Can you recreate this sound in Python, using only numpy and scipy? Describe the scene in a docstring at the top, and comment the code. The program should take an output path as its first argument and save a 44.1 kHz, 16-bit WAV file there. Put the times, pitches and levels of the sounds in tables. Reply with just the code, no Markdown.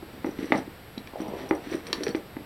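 """A wooden rat trap knocks and drags on a workbench while pliers work at its wire.
Each knock makes the board clack and rock and the bench top ring; dragging makes it judder and grind.
The spring shivers, the steel jaws tick and squeak on the wire, and hands rub on the grips.
The small workshop rings briefly; a small camera adds hiss and a thin whine."""
import sys
import numpy as np
from scipy import signal
from scipy.fft import rfft, irfft
from scipy.io import wavfile

SR = 44100
rng = np.random.default_rng(int(sys.argv[2]) if len(sys.argv) > 2 else 0)


def master_out(mix):
    """Clip the mix to full scale and print it as 16-bit PCM to the path in sys.argv[1]."""
    frames = np.transpose(np.atleast_2d(mix))
    ceiling = np.clip(frames, -1, 1)
    pcm = np.round(ceiling * 32767).astype(np.int16)
    wavfile.write(sys.argv[1], SR, pcm)


N = 108045
T = np.arange(N) / SR
RING = T[:SR // 3]  # time in seconds for one short sound

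# The tones the bench top rings with. Each row: pitch in Hz, level in dB, seconds to fade by 60 dB.
BENCH_TONES = [(164, -41, .13), (198, 2.5, 0.066), (283, -34.5, 0.02), (280.4, 9, 0.077), (339, 2, 0.054),
               (398.6, -14, 0.12), (442, -3.5, 0.14)]


def undb(db):
    """Turn decibels into a factor to multiply by."""
    return 10 ** (np.asarray(db) / 20)


def unit(x):
    """Scale a sound so that its average level (rms) is 1."""
    return x / np.sqrt(np.mean(x ** 2) + 1e-20)


def blow(x, blow_s=0.0096):
    """Give a short sound the same energy as a level of 1 held for blow_s seconds."""
    return x / np.sqrt(np.sum(x ** 2) / (blow_s * SR) + 1e-20)


def fade(t60):
    """A curve that falls by 60 dB every t60 seconds."""
    return np.exp(-np.log(1000) * RING / t60)


def swell(middle, length):
    """A smooth rise and fall that stays above half height for length seconds."""
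    return np.cos(np.pi / 2 * np.clip((T - middle) / length, -1, 1)) ** 2


def cut(x, hz, keep="low", order=2):
    """Keep the low or the high side of hz; a higher order cuts more steeply."""
    return signal.sosfilt(signal.butter(order, min(hz, SR / 2 - 1), keep, fs=SR, output="sos"), x)


def colour(x, points):
    """Make frequencies louder or softer along a curve of (Hz, dB) points."""
    hz, db = np.array(points).T
    size = 8192
    log_hz = np.log(np.maximum(np.arange(size // 2 + 1) * SR / size, 1))
    gain = undb(np.interp(log_hz, np.log(hz), db))
    # Fold the filter in time so that it never rings ahead of the sound.
    cepstrum = irfft(np.log(gain))
    cepstrum[1:size // 2] *= 2
    cepstrum[size // 2 + 1:] = 0
    response = irfft(np.exp(rfft(cepstrum)))[:size // 2]
    return signal.fftconvolve(x, response)[:len(x)]


def ring(tones, scatter_db=1.2):
    """The fading tones of a struck object; their balance shifts a little from blow to blow."""
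    return -sum(undb(db + scatter_db * rng.standard_normal()) * fade(t60) * np.sin(2 * np.pi * hz * RING)
                for hz, db, t60 in tones)


def burst(t60):
    """Noise that dies away."""
    return rng.standard_normal(len(RING)) * fade(t60)


def grains(per_second, spread_db=2.5):
    """Tiny contacts of uneven size at random times."""
    hits = rng.random(N) < per_second / SR
    sizes = undb(spread_db * rng.standard_normal(N))
    return hits * sizes * np.sign(rng.standard_normal(N))


def add(out, start, x):
    """Mix a sound in at start seconds."""
    i = int(start * SR)
    out[i:i + len(x)] += x[:N - i]


def trap_knocks():
    """The trap's board clacks, rocks for a few cycles and sets the bench top ringing."""
    # Each row: start in seconds, thump level in dB, rocking pitch in Hz (set by where the board is
    # held), clack level in dB, treble limit in Hz (higher for a harder contact).
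    knocks = [(0.027, -34.5, 315, -45, 900), (0.2452, -23, 296, -30.5, 1650), (.268, -31, 350, -40.5, 1190),
              (0.2892, -26, 280, -47, 2000), (0.389, -25.5, 268, -43, 2800), (0.427, -28, 292, -49, 2660),
              (0.442, -27.5, 298, -62, 2800), (.506, -27.5, 300, -55, 1980), (0.5214, -17, 270, -15, 2780),
              (0.5292, -26, 417, -33, 1110), (0.5503, -22, 240, -30, 1660), (0.584, -30, 170, -38, 1500),
              (.677, -33.5, 293, -58, 1500), (.976, -29, 242, -44.5, 2500), (1.202, -25.5, 290, -40, 1500),
              (1.218, -28, 303, -62, 1500), (1.284, -32, 212, -40, 1030), (1.5098, -15, 325, -21, 2160),
              (1.523, -26.5, 363, -43, 1137), (1.671, -31.5, 292, -52, 2500),
              (1.718, -26.5, 327, -58, 2500), (1.746, -26, 345, -63, 2500),
              (1.9297, -31.5, 355, -40.5, 4030), (1.981, -32.5, 274, -59, 1510),
              (2.007, -27, 335, -43, 2220), (2.017, -27.5, 312, -55, 1500), (2.067, -22.5, 440, -33, 3500),
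              (2.072, -27.5, 458, -37, 2200), (2.089, -28.5, 190, -44, 2000), (2.101, -38, 289, -57, 2500),
              (2.1479, -20, 323, -31.5, 3480), (2.3671, -28.5, 280, -38.5, 1800)]
    # The board's tones. Each row: pitch in Hz, level in dB, seconds to fade by 60 dB.
    wood_tones = [(575, -2, 0.098), (683.4, -5, 0.097), (863, 11, 0.016), (1212, 9.5, 0.0077),
                  (1444, -9.5, 0.04), (1750, 8, 0.0087), (2014, 10, .015), (2360, -3, .014),
                  (3400, -10, 0.023)]
    rock_rise_s, bench_db, splinter_db = 0.00068, -10.5, -4
    out = np.zeros(N)
    for start, thump_db, rock_hz, clack_db, treble_hz in knocks:
        rise = 1 - np.exp(-RING / rock_rise_s)
        rock = -np.sin(2 * np.pi * rock_hz * RING) * fade(t60=0.033) * rise
        bench = signal.fftconvolve(rock, ring(BENCH_TONES))[:len(RING)]
        thump = blow(blow(rock) + undb(bench_db) * blow(bench))
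        wood = blow(ring(wood_tones)) + undb(splinter_db) * blow(burst(t60=0.035))
        clack = blow(cut(cut(wood, treble_hz, order=3), 464, "high"))
        add(out, start, undb(thump_db) * thump + undb(clack_db) * clack)
    return out


def trap_drags():
    """The board sticks and slips, shaking the bench, while sawdust grinds under it."""
    # Each row: middle in seconds, length in seconds, judder level in dB, grit level in dB.
    drags = [(.14, 0.11, -44, -56), (0.276, 0.055, -31, -48), (0.437, 0.11, -38.5, -43),
             (0.562, 0.081, -28.5, -41.5), (1.215, .06, -48, -48), (1.409, 0.13, -44, -45),
             (1.713, 0.16, -41, -44), (1.737, 0.03, -33, -41), (1.898, 0.095, -40.5, -46.5),
             (2.005, 0.11, -37, -45.5), (2.092, .04, -37, -42.5), (2.173, 0.055, -39, -50),
             (2.43, 0.075, -55, -69)]
    # The tone colour of grinding sawdust. Each row: frequency in Hz, level in dB.
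    grit_colour = [(300, -3), (1000, -6), (1900, 1), (2900, -7), (4100, -9), (5000, -17), (5900, -3),
                   (6800, -19.5), (9000, -11), (11000, -26), (16000, -25)]
    shaking = signal.fftconvolve(grains(per_second=260), ring(BENCH_TONES))[:N]
    judder = unit(cut(cut(shaking, 890), 260, "high"))
    grit = unit(colour(grains(per_second=1500), grit_colour))
    return sum(swell(middle, length) * (undb(judder_db) * judder + undb(grit_db) * grit)
               for middle, length, judder_db, grit_db in drags)


def spring_shivers():
    """The spring's coils chatter against each other."""
    # Each row: start in seconds, level in dB.
    shivers = [(0.261, -49), (0.309, -49), (.456, -45.5), (.572, -43.5), (0.578, -39.5), (1.206, -49),
               (1.216, -44.5), (1.281, -47.5), (1.49, -41.5), (1.55, -43.5), (1.713, -43), (1.739, -54),
               (1.753, -42), (1.872, -40), (2.037, -31.5), (2.09, -38), (2.162, -47)]
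    # The spring's tones. Each row: pitch in Hz, level in dB, seconds to fade by 60 dB.
    spring_tones = [(5750, -7, 0.026), (5816, 2, 0.033), (8400, -3.5, 0.011), (9130, -2, .012),
                    (10400, -14, 0.007)]
    out = np.zeros(N)
    for start, db in shivers:
        coils = signal.fftconvolve(burst(t60=0.02), ring(spring_tones))
        add(out, start, undb(db) * blow(cut(coils, 5100, "high")))
    return out


def jaw_ticks():
    """The steel jaws slip on the wire: a short chatter and a ring that soon dies."""
    # Each row: start in seconds, level in dB, centre of the ring in Hz.
    ticks = [(0.557, -42, 3200), (0.9798, -42, 3560), (1.0734, -42, 2240), (1.8688, -40, 4100),
             (1.9296, -21.5, 4100), (2.035, -32, 5400), (2.066, -37, 2300), (2.0813, -36, 3650),
             (2.154, -41, 2800)]
    # The steel's tones. Each row: pitch in Hz, level in dB, seconds to fade by 60 dB.
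    steel_tones = [(1230, -14, 0.0084), (1800, -3, 0.039), (2365, 3.5, 0.014), (3320, 0, 0.0078),
                   (3940, -1, 0.01), (4340, -5.5, 0.024), (4500, -3.5, 0.013), (5500, 6, 0.0087),
                   (7430, -12, 0.0097), (8800, -26, 0.022), (10400, -1, 0.0055)]
    chatter_db, db_per_octave = -3.5, 8.5
    out = np.zeros(N)
    for start, tick_db, centre_hz in ticks:
        chatter = blow(cut(burst(t60=0.023), 0.47 * centre_hz, order=1))
        # The place of contact favours the tones near the centre.
        tones = [(hz, db - db_per_octave * abs(np.log2(hz / centre_hz)), t60)
                 for hz, db, t60 in steel_tones]
        steel = blow(ring(tones)) + undb(chatter_db) * chatter
        add(out, start, undb(tick_db) * blow(cut(steel, 1260, "high")))
    return out


def wire_squeaks():
    """The wire squeaks briefly in the jaws, one high tone each time."""
    # Each row: middle in seconds, length in seconds, pitch in Hz, level in dB.
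    squeaks = [(0.981, 0.004, 3947, -33), (2.11, 0.0093, 4440, -41.5)]
    return sum(undb(db) * swell(middle, length) * np.sin(2 * np.pi * hz * T)
               for middle, length, hz, db in squeaks)


def hands():
    """Skin rubs over the soft grips and now and then lets go with a dull snap."""
    # How loud the rubbing is. Each row: time in seconds, level in dB.
    rub_levels = [(1.11, -77), (1.16, -58), (1.22, -40), (1.27, -37.5), (1.35, -42.5), (1.42, -40.5),
                  (1.49, -43.5), (1.6, -46), (1.7, -70), (1.83, -69), (1.88, -49), (1.95, -47), (2.05, -67)]
    # The tone colour of skin on the grips. Each row: frequency in Hz, level in dB.
    grip_colour = [(100, -12), (250, 1), (430, 6), (600, -1), (820, -1), (1050, -6), (1400, -29),
                   (3000, -17), (8000, -53)]
    # The snaps. Each row: start in seconds, level in dB.
    slips = [(1.135, -37.5), (1.1565, -31.5), (1.3349, -29)]
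    times, rub_db = np.array(rub_levels).T
    rubbing = unit(colour(grains(per_second=1600), grip_colour))
    out = rubbing * undb(np.interp(T, times, rub_db))
    for start, slip_db in slips:
        snap = cut(colour(burst(t60=0.018), grip_colour), 1130, order=4)
        add(out, start, undb(slip_db) * blow(snap))
    return out


def workshop(x):
    """The small room adds many quick echoes; their treble dies first."""
    # The tone colour of the echoes. Each row: frequency in Hz, level in dB.
    room_colour = [(80, -39.5), (200, 0), (400, 1), (750, 7), (1300, 3), (2200, 0.5), (4500, -2.5),
                   (12000, 3.5)]
    echo_db, delay_s = -7, 0.0037
    tail = cut(burst(t60=0.26), 1380) + cut(burst(t60=0.17), 2250, "high")
    fade_in = np.clip(RING / delay_s - 1, 0, 1)
    tail = colour(tail * fade_in, room_colour)
    tail /= np.sqrt(np.sum(tail ** 2))
    return x + undb(echo_db) * signal.fftconvolve(x, tail)[:N]


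def room_air(level_db=-44.5):
    """Steady room air and hiss behind everything."""
    # The tone colour of this noise. Each row: frequency in Hz, level in dB.
    air_colour = [(25, -9.5), (45, -8.5), (72, -4), (100, -4), (150, -2.5), (280, -7.5), (430, -8.5),
                  (1000, -14.5), (2100, -17), (4200, -25), (5800, -27.5), (7000, -28.5), (8800, -24.5),
                  (11000, -25.5), (15800, -29.5)]
    return undb(level_db) * unit(colour(rng.standard_normal(N), air_colour))


def scene():
    """All the work on the trap, its deep bass cut, heard in the room."""
    handling = trap_knocks() + jaw_ticks() + spring_shivers() + wire_squeaks() + trap_drags() + hands()
    return (workshop(cut(handling, 138, "high")) + room_air())[None]


def record(dry):
    """The camera's microphone dulls the treble, its electronics add tones, and the very top is cut."""
    # How the microphone colours the sound. 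Each row: frequency in Hz, gain in dB.
    microphone = [(30, -1), (3000, -1.5), (4600, 0), (5000, -3), (5400, -4.5), (5950, -6.5), (6300, -21),
                  (6700, -8), (7500, -9), (16000, -10)]
    # Mains hum and the camera's electrical whine. Each row: pitch in Hz, level in dB.
    hum_and_whine = [(75, -59), (7852, -77), (7882, -75), (12601, -64)]
    tones = sum(undb(db) * np.sqrt(2) * np.sin(2 * np.pi * hz * T) for hz, db in hum_and_whine)
    top_cut = signal.ellip(10, .2, 70, 15950, fs=SR, output="sos")
    return signal.sosfilt(top_cut, colour(dry[0], microphone) + tones)[None]


dry = scene()
out = record(dry)
master_out(out)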